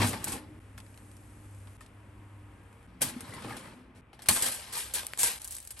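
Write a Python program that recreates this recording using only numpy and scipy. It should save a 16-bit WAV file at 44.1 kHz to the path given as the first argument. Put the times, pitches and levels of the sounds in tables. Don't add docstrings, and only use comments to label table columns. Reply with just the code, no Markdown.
import sys
import numpy as np
from scipy import signal
from scipy.fft import rfft, irfft, next_fast_len
from scipy.io import wavfile
from scipy.ndimage import uniform_filter1d, map_coordinates

SR = 44100
rng = np.random.default_rng(int(sys.argv[2]) if len(sys.argv) > 2 else 0)


def wrap_up_sound(samples):
    columns = np.atleast_2d(samples).T
    tamed = np.clip(columns, -1, 1)
    steps = np.round(tamed * 32767).astype(np.int16)
    wavfile.write(sys.argv[1], SR, steps)


def to_linear_factor(level_db):
    exponent = np.asarray(level_db, float) / 20
    return 10 ** exponent


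N = 255780
HZ = np.fft.rfftfreq(next_fast_len(N + 8192), 1 / SR)

# start t/s, end t/s
SHOTS = [
    (0, .594),
    (.6, 1.77),
    (1.776, 2.868),
    (2.872, 4.011),
    (4.016, 5.39),
    (5.396, 5.8),
]


def unit(x):
    return x / np.sqrt(np.mean(x ** 2) + 1e-20)


def along(points):
    f, v = np.transpose(points)
    return np.interp(np.log(HZ + 1), np.log(f + 1), v)


def curves(rows):
    s, *cols = np.transpose(rows)
    return np.array([np.interp(np.arange(N) / SR, s, c) for c in cols])


def wobble(rate):
    return map_coordinates(rng.standard_normal(int(N * rate / SR) + 4), [np.arange(N) * rate / SR])


def filtered(x, response):
    m = next_fast_len(N + 8192)
    return irfft(rfft(x, m) * response, m)[..., :N]


def shot_at(s):
    return np.minimum(np.searchsorted([end for _, end in SHOTS], s, side="right"), len(SHOTS) - 1)


def rack():
    # f/Hz, level/dB (the foil's is per Hz)
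    foil_colour = [(3300, -21.5), (4600, -16), (6500, -10.5), (7800, -6), (9000, -4), (11000, 0.5),
                   (11900, -10), (12500, -13.5), (13150, -25.5), (13350, -120)]
    edge_colour = [(1000, -48.5), (1700, -8), (2400, -7), (4200, -6), (6000, -12.5), (11000, -120)]
    sheet_colour = [(250, -8), (450, -3), (1000, -2), (1500, -3), (2500, -6.5), (3150, -13), (3700, -18.5),
                    (8000, -120)]
    wall_colour = [(40, -16), (95, 0.5), (160, -2.5), (250, 1), (430, -9), (650, -12.5), (2000, -120)]
    # f/Hz, width/Hz, level/dB
    wire_modes = [(7940, 30, -6), (8065, 30, -4), (8300, 36, -5), (8597, 40, -5), (8872, 30, -4),
                  (9220, 30, -5), (9770, 30, -5), (10830, 30, -4), (10990, 25, -4), (11340, 32, -5),
                  (11755, 35, -5), (11935, 35, -6)]
    rim_modes = [(1580, 30, 9.5), (1990, 29, 2), (2290, 12, -9.5), (2555, 35, 1), (3137, 150, -13),
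                 (3740, 60, -3), (3933, 15, -14)]
    tray_modes = [(527, 7.1, -4), (646, 5.6, -16), (788, 5.2, -1), (869, 24, 4.5), (950, 22, -7),
                  (1055, 28, 4.5), (1250, 9.3, -2.5)]
    body_modes = [(113.3, 6.1, -4), (241.2, 7.6, 0.5)]
    # foil level/dB, edge level/dB, middle level/dB, body level/dB
    air_levels = [(-69.5, -77, -60.5, -53.5), (-69, -77, -61.5, -58.5), (-72.5, -83, -61.5, -59),
                  (-88.5, -83, -63, -58), (-85.5, -92, -64, -62.5), (-68, -77, -65.5, -67.5)]
    foil, edge, tray, body = forces()
    air = to_linear_factor(np.array(air_levels)[shot_at(np.arange(N) / SR)].T)
    foil_part = metal(foil_colour, wire_modes, ring_db=2.5)
    edge_part = metal(edge_colour, rim_modes, ring_db=1.5)
    tray_part = metal(sheet_colour, tray_modes, ring_db=4)
    body_part = metal(wall_colour, body_modes, ring_db=6)
    return (shaken(foil, air[0], foil_part, grit_db=1.3, grit_rate=500, patchy_db=1.5)
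            + sparkle(foil)
            + shaken(edge, air[1], edge_part, grit_db=1.8, grit_rate=200, patchy_db=2)
            + shaken(tray, air[2], tray_part, grit_db=1.5, grit_rate=90, patchy_db=2.2)
            + shaken(body, air[3], body_part, grit_db=1.1, grit_rate=30, patchy_db=1.2)
            + pings())


def forces():
    # t/s, foil level/dB, weight/dB (tray middle over foil)
    drag = [(0, -37, 1.5), (.194, -51.5, 2), (.36, -53, 3), (.42, -71, 10.5), (.6, -82, -9),
            (2.99, -75.5, 7), (3.057, -55.5, 6.5), (3.193, -57, 3), (3.531, -53.5, 6.5), (3.755, -70, 6.5),
            (4.011, -101, 4.5), (4.192, -80, 15.5), (4.414, -43.5, -0.5), (4.524, -48, -4), (5.03, -56, 0),
            (5.17, -56.5, -4), (5.278, -30, -17.5), (5.4, -50.5, -10.5), (5.8, -56.5, -19.5)]
    # t/s, peak level/dB, weight/dB, t60/s, thud/dB over the usual body share
    knocks = [(.0174, -23.5, 6, 0.2, -2), (.1314, -34, 5.5, 0.13, 1), (.2685, -38.5, 7.5, 0.091, 4.5),
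              (.2427, -19.5, -18, 0.061, -12), (.7816, -40.5, -2, 0.045, -10),
              (1.8074, -48.5, -4, 0.2, -13), (3.0179, -14, -21, 0.14, 1), (3.4456, -50, 11, 0.16, 7),
              (4.131, -52.5, 3, 0.15, 18.5), (4.192, -51, 3, 0.13, -5), (4.2203, -37, -14, 0.11, 20),
              (4.2595, -37.5, -4, 0.14, -4), (4.2863, -10.5, -10, 0.14, 13),
              (4.4229, -16, -21.5, 0.22, 20.5), (4.938, -19.5, -26, 0.13, 0),
              (4.9824, -28.5, -10.5, 0.25, -3), (5.2316, -13, -22.5, 0.2, -7),
              (5.7065, -28, -18, 0.061, -6)]
    # t/s, peak level/dB, weight/dB, t60/s
    rail_scrapes = [(.0014, -32, 13, 0.12), (.0394, -19.5, -4, 0.16), (.063, -18, -31, 0.19),
                    (.161, -52, -6, .13), (.2707, -21, -11, 0.2), (.3155, -22, -5, 0.16),
                    (.3494, -35, -2.5, 0.16), (3.0072, -21, -3.5, 0.14), (3.0344, -26, -19, 0.12),
                    (3.0614, -24.5, -10, 0.14), (3.0835, -23.5, -9.5, 0.097), (3.27, -49.5, 1, 0.59),
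                    (3.3363, -35.5, -2, 0.13), (3.4894, -38, 7, 0.12), (3.432, -44, 7, .2),
                    (3.47, -45, 5, .2), (3.5094, -43.5, 2, 0.16), (3.545, -48, 3, .2),
                    (3.6194, -48, 7.5, 0.68), (3.9469, -52.5, 3, 0.31)]
    # t/s, peak level/dB, weight/dB, t60/s
    counter_scrapes = [(4.3074, -17, -27, 0.75), (4.354, -11.5, -4, 0.079), (4.449, -16, -13.5, 0.2),
                       (4.51, -23.5, -20, 0.29), (4.721, -22, -10.5, 0.17), (4.7394, -24.5, -8.5, .23),
                       (4.762, -22, -15, 0.36), (4.7944, -27.5, -17, 0.16), (4.9447, -17.5, -13, 0.18),
                       (5.0794, -39, -26, 0.12), (5.1805, -22, -20, .1), (5.186, -10.5, -26, 0.17),
                       (5.2044, -10, -25, 0.094), (5.2456, -18, -13, 0.2), (5.508, -30.5, -21, 0.2),
                       (5.762, -37.5, -5, .2)]
    # t/s, peak level/dB, weight/dB, t60/s
    ticks = [(.7785, -44.5, 0, 0.051), (.8025, -45.5, -6.5, .04), (.8644, -56, 3, .03),
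             (.9427, -57, 3, .03), (.9761, -49.5, -2.5, 0.058), (1.115, -48.5, -13, .03),
             (1.168, -45.5, -37, 0.032), (1.548, -51, -24, .03), (1.673, -58.5, 6, 0.096),
             (1.8625, -51, -16, 0.042), (2.728, -57.5, -3, 0.036), (2.8287, -62, -15, .03),
             (3.2072, -33, -19, .051), (3.3376, -42.5, 0.5, 0.028), (3.423, -44, -5, .036),
             (3.5673, -39.5, -5, 0.22), (5.0324, -38.5, 2, .019), (5.049, -42, -3, .02),
             (4.2868, -10, -26, 0.028), (4.2945, -13.5, -18, .02), (4.311, -16, -30, .02),
             (3.0185, -22, -31, 0.026), (5.2115, -28, -24, .04), (5.2455, -18.5, -15, .015),
             (5.0675, -21, -35, 0.0063), (5.135, -31, -9, 0.0069), (5.1752, -32, -10, 0.029),
             (5.2322, -10, -29, .012), (4.2405, -55, -3, .03), (.0465, -34, 6, .03), (.2808, -28, -10, .04),
             (.3222, -28.5, -7.5, .04), (5.1912, -26, -30, .03)]
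    # t/s, peak level/dB, t60/s
    sawing = [(5.4175, -34, 0.045), (5.445, -30.5, 0.057), (5.4505, -33.5, 0.05), (5.476, -31, 0.027),
              (5.4808, -36, 0.066), (5.5088, -31.5, 0.087), (5.5233, -33, .03), (5.528, -37, 0.043),
              (5.547, -33.5, .03), (5.551, -32.5, 0.062), (5.566, -33, 0.092), (5.5842, -35.5, 0.048),
              (5.6026, -37, 0.04), (5.6274, -43, .024), (5.651, -41, 0.024), (5.674, -33, 0.032),
              (5.7925, -32.5, 0.036)]
    heavy_lag = [0.00011, 0.0028, 0, 0.0066]

    clock = np.arange(N) / SR
    drag_db, weight_db = curves(drag)
    power = to_linear_factor(drag_db + shares(clock, weight_db)) ** 2
    sprinkling = (clock > .79) & (clock < 1.77)
    power[0] += to_linear_factor(-64.5) ** 2 * sprinkling

    t = np.arange(SR // 2) / SR
    longer = np.array([[1.01], [.95], [1.05], [1.2]])
    lag = np.array(heavy_lag)[:, None]
    knife_weight_db = -27
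    teeth = [(s, db, knife_weight_db, t60) for s, db, t60 in sawing]
    # contacts, rise in s, size of the first snap
    kinds = [(knocks, .0005, 1.2), ([*rail_scrapes, *counter_scrapes], .012, .01),
             (ticks, .0003, 2.2), (teeth, .0005, 2.6)]
    for contacts, rise, snap_size in kinds:
        for s, db, weight_db, t60, *thud_db in contacts:
            decay = to_linear_factor(-60 * t / (np.clip(t60, .008, .6) * longer))
            rattle = decay * (1 - np.exp(-t / (rise + lag)))
            snap = snap_size * to_linear_factor(-60 * t / .005)
            peak = to_linear_factor(db + shares(s, weight_db, *thud_db)[:, None] - 6.5)
            shot_end = SHOTS[shot_at(s)][1]
            span = power[:, round(s * SR):round(shot_end * SR)][:, :len(t)]
            span += (peak * (rattle + snap))[:, :span.shape[1]] ** 2
    return np.sqrt(power)


def shares(s, weight_db, thud_db=0):
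    # tray edge level/dB, edge growth/(dB per dB of weight), body level/dB over tray middle
    coupling = [(-2, 0.82, 1), (2, 0.5, 4.5), (-2, -0.1, 3.5), (-2, 0.27, 0.5), (0.5, 0.43, -15),
                (0, 0.56, -13)]
    edge_db, edge_grows, body_db = np.array(coupling)[shot_at(s)].T
    return np.array([0 * weight_db, edge_db + edge_grows * weight_db, weight_db, weight_db + body_db + thud_db])


def metal(spectrum, modes, ring_db):
    ring = 0
    for k, (centre, width_hz, db) in enumerate(modes):
        damping = 1j * HZ * width_hz
        ring = ring + (-1) ** k * to_linear_factor(db) * damping / (centre * centre - HZ * HZ + damping + 1)
    response = 1 + to_linear_factor(ring_db) * ring
    return unit(np.abs(to_linear_factor(along(spectrum)) * response)), np.angle(response)


def shaken(force, air, part, grit_db, grit_rate, patchy_db):
    grit = unit(to_linear_factor(grit_db * wobble(grit_rate)))
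    size, turn = part
    rubbed = force * grit * patchy(patchy_db)
    stirred = air * rng.standard_normal((2, N))
    return filtered(rubbed + stirred, size * np.exp(1j * turn))


def patchy(depth_db):
    z = signal.stft(rng.standard_normal((2, N)), nperseg=1024)[2]
    field = uniform_filter1d(rng.standard_normal(z.shape[1:]), size=3, axis=0)
    field = uniform_filter1d(field, size=4, axis=1)
    return unit(signal.istft(z * to_linear_factor(depth_db * unit(field)), nperseg=1024)[1][:, :N])


def sparkle(foil):
    # t/s, length/s, lowest f/Hz, level/dB under the foil
    open_top = [(0, .004, 13000, -18), (.16, .025, 14200, -20), (.24, 0.015, 13600, -24),
                (3.014, .048, 14000, -23), (4.258, .005, 13000, -16), (4.2845, .016, 13200, -22),
                (4.43, .065, 14600, -29), (4.712, .03, 14400, -28), (4.935, .039, 14400, -27),
                (5.062, .012, 13000, -21), (5.133, .005, 13000, -20), (5.174, .004, 13000, -27),
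                (5.196, .034, 15000, -30), (5.437, .122, 13400, -20), (5.615, .03, 14200, -15),
                (5.649, .004, 13000, -14), (5.672, .005, 13000, -19), (5.713, .035, 14400, -18),
                (5.783, .017, 13200, -18)]
    out = np.zeros((2, N))
    hz = np.fft.rfftfreq(8192, 1 / SR)
    for s, length, from_hz, db in open_top:
        span = out[:, round(s * SR):][:, :round(length * SR)]
        band = irfft(rfft(rng.standard_normal((2, 8192))) * ((hz > from_hz) & (hz < 15900)))
        span += to_linear_factor(db) * unit(band)[:, :span.shape[1]] * signal.windows.tukey(span.shape[1], .3)
    return out * uniform_filter1d(foil, size=100)


def pings():
    # t/s, peak level/dB, f/Hz, t60/s
    single_modes = [(.001, -34, 103.6, .6), (.006, -17.5, 231.3, 0.13), (.036, -21.5, 240, 0.11),
                    (0.041, -22, 115, 0.17), (.272, -33.5, 328, 0.075), (0.311, -41, 262, .2),
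                    (.365, -34, 256, 0.095), (3.163, -27, 245, 0.069), (3.288, -33, 112, 0.11),
                    (3.451, -31, 124, 0.075), (4.292, -28, 110, 0.078), (4.295, -33.5, 181, 0.074),
                    (3.229, -34, 248, 0.075), (0.018, -30, 137, 0.12), (1.809, -43.5, 1820, 0.062),
                    (1.81, -43.5, 1250, 0.054), (3.022, -34, 170, 0.12), (4.291, -31, 494, 0.059),
                    (.008, -28, 200, .1), (3.015, -37, 1527, .06), (5.1355, -11, 1760, 0.0023),
                    (5.1349, -26, 2860, .004), (5.1349, -31, 4600, .003)]
    # t/s, peak level/dB, f/Hz, t60/s
    clanks = [(.002, -23.5, 1032, .08), (.017, -30, 1090, .15), (.02, -35, 1880, .06),
              (.02, -28, 2330, .08), (.03, -28, 936, 0.12), (.043, -32, 1650, 0.079),
              (.133, -37, 1103, 0.13), (.137, -37, 870, 0.25), (.271, -35.5, 870, 0.15),
              (.272, -44, 1100, .08), (.322, -42, 1050, 0.12), (.335, -41.5, 830, 0.26),
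              (.78, -50, 1465, .04), (.78, -54, 1640, .04), (1.809, -45.5, 1080, 0.028),
              (1.809, -49.5, 2590, .04), (1.809, -60, 2840, .04), (1.8625, -60, 2470, .04),
              (3.018, -30.5, 587, 0.034), (3.025, -38, 893, 0.072), (3.325, -44, 1990, 0.18),
              (3.443, -43, 464, 0.13), (3.445, -42.5, 808, 0.22), (3.447, -45, 1070, .1),
              (3.485, -42, 1223, 0.41), (3.506, -43, 2180, .1), (3.508, -44, 833, 0.21),
              (3.524, -39.5, 1725, 0.13), (4.131, -43, 783, .022), (4.192, -42, 820, 0.023),
              (4.192, -46, 1750, .015), (4.192, -51, 3000, .015), (4.225, -54, 2200, .02),
              (4.239, -44, 716, .025), (4.239, -55, 2400, .015), (4.261, -52, 1200, .035),
              (4.287, -26.5, 2280, 0.083), (4.288, -22.5, 1783, .05), (4.289, -25.5, 713, 0.057),
              (4.288, -32, 1094, 0.071), (4.769, -41, 950, 0.19), (4.979, -39, 950, 0.055),
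              (5.234, -35.5, 950, 0.23), (5.234, -41, 477, 0.26)]
    out, t = np.zeros(N + SR), np.arange(SR // 3) / SR
    bunch = np.array([-1, 0, 1]) + rng.uniform(-.4, .4, (len(clanks), 3))
    tones = list(single_modes)
    for (s, db, hz, t60), offsets in zip(clanks, bunch):
        tones += [(s, db - 4, hz * (1 + .035 * k), t60) for k in offsets]
    for s, db, hz, t60 in tones:
        swell = 1 - np.exp(-t * hz)
        out[round(s * SR):][:len(t)] += to_linear_factor(db - 60 * t / t60) * swell * np.sin(2 * np.pi * hz * t)
    return out[:N] * to_linear_factor(2 * wobble(45)) * [[1], [.15]]


def drones():
    wall_tones = [(0.35, 0.59, 310, -53.5), (1.952, 2.86, 958, -68.5), (1.8, 2.6, 1085, -73),
                  (2.2, 2.3, 1630, -74), (2.54, 2.72, 1630, -68), (2.62, 2.86, 460, -65.5),
                  (.6, 1.06, 260, -64.5), (2.875, 2.99, 180, -53), (3.55, 4.011, 250, -57.5)]
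    t = np.arange(N) / SR
    waver = np.cumsum(wobble(14)) / SR
    total = np.zeros(N)
    for start, end, hz, db in wall_tones:
        gate = uniform_filter1d(1. * ((t > start) & (t < end)), size=1500)
        total += to_linear_factor(db + 1.6 * wobble(12)) * gate * np.sin(2 * np.pi * hz * (t + 0.00797 * waver))
    return total * [[1], [.3]]


def oven():
    # t/s, hum level/dB, rumble level/dB
    background = [(0.0, -25.5, -56), (0.29, -55.5, -56.5), (1.13, -51.5, -62), (1.34, -48.5, -59),
                  (1.76, -55, -59), (2.08, -52.5, -59), (2.41, -50.5, -61), (2.84, -59, -61),
                  (3.31, -62, -65.5), (3.68, -85, -64.5), (5.8, -69, -59.5)]
    # multiple, level/dB
    hum_orders = [(1, -0.5), (2, -16), (3, -13.5)]
    # f/Hz, level/dB
    rumble_colour = [(12, -44), (30, -18), (60, 4.5), (85, -4), (130, -9), (170, -85), (400, -120)]
    hum_db, rumble_db = curves(background)
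    phase = 2 * np.pi * np.cumsum(99.6 + 0.844 * wobble(4.33)) / SR
    hum = sum(to_linear_factor(db + 3 * wobble(7)) * np.sin(k * phase) for k, db in hum_orders)
    rumble = unit(filtered(rng.standard_normal((2, N)), to_linear_factor(along(rumble_colour))))
    return to_linear_factor(hum_db + 2.0) * hum * [[1], [0]] + to_linear_factor(rumble_db + 3.5) * rumble


def joins():
    t = np.arange(N) / SR
    inside = sum((t >= a) & (t < b) for a, b in SHOTS)
    return uniform_filter1d(0.15 + 0.75 * inside, size=90)


def scene():
    return (rack() + oven() + drones()) * joins()


def starved(x, from_hz, under_db):
    hz, _, z = signal.stft(np.array([x[0] + x[1], x[0] - x[1]]) / 2, SR, nperseg=1024)
    hz = hz[:, None]
    both, apart = uniform_filter1d(np.abs(z), size=7, axis=1)
    budget_db = under_db + 3.5 * np.repeat(rng.standard_normal(z.shape[2]), 3)[:z.shape[2]]
    kept = (hz < from_hz) | (both + apart > to_linear_factor(budget_db - 8 * (hz > 13400)))
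    cancelled = (np.abs(hz - 10200) < 250) & (both < to_linear_factor(-17) * apart)
    masks = np.array([~cancelled, np.ones_like(cancelled)])
    mid, side = signal.istft(z * kept * masks, SR, nperseg=1024)[1][:, :N]
    return np.array([mid + side, mid - side])


def roll_off(x):
    return signal.sosfilt(signal.butter(12, 16880, fs=SR, output="sos"), x)


def record(dry):
    # f/Hz, likeness 0..1
    alike = [(40, .985), (90, .99), (150, .94), (300, .94), (640, .72), (1200, .6), (2100, .52),
             (3500, .68), (5500, .6), (7300, .66), (7900, .985), (11500, .985), (12500, .9), (16000, .9)]
    # f/Hz, level/dB
    left_over_right = [(60, 0), (700, 1.2), (1300, 0), (2000, 2), (3000, 4), (7200, 4.5), (8200, .3),
                       (16000, 0)]
    # f/Hz, phase/rad
    left_lead = [(0, 0), (400, .2), (2000, -.2), (2900, .9), (6400, .2), (7600, 1.1), (8550, 0),
                 (10200, -3.14), (12050, -6.28), (12450, -6.6), (13000, -9.4), (14300, -9.4),
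                 (15000, -12.4)]
    turn = np.arccos(np.clip(along(alike), 0, 1)) / 2
    shared, apart = filtered(dry, np.array([np.cos(turn), np.sin(turn)]))
    skew = to_linear_factor(along(left_over_right) / 2) * np.exp(.5j * np.interp(HZ, *np.transpose(left_lead)))
    ports = filtered(np.array([shared + apart, shared - apart]), np.array([skew, 1 / skew]))
    ports = ports / (1 + np.abs(ports / .7) ** 4) ** .25
    thinned = starved(ports, from_hz=11760, under_db=-82)
    return roll_off(thinned)


dry = scene()
out = record(dry)
wrap_up_sound(out)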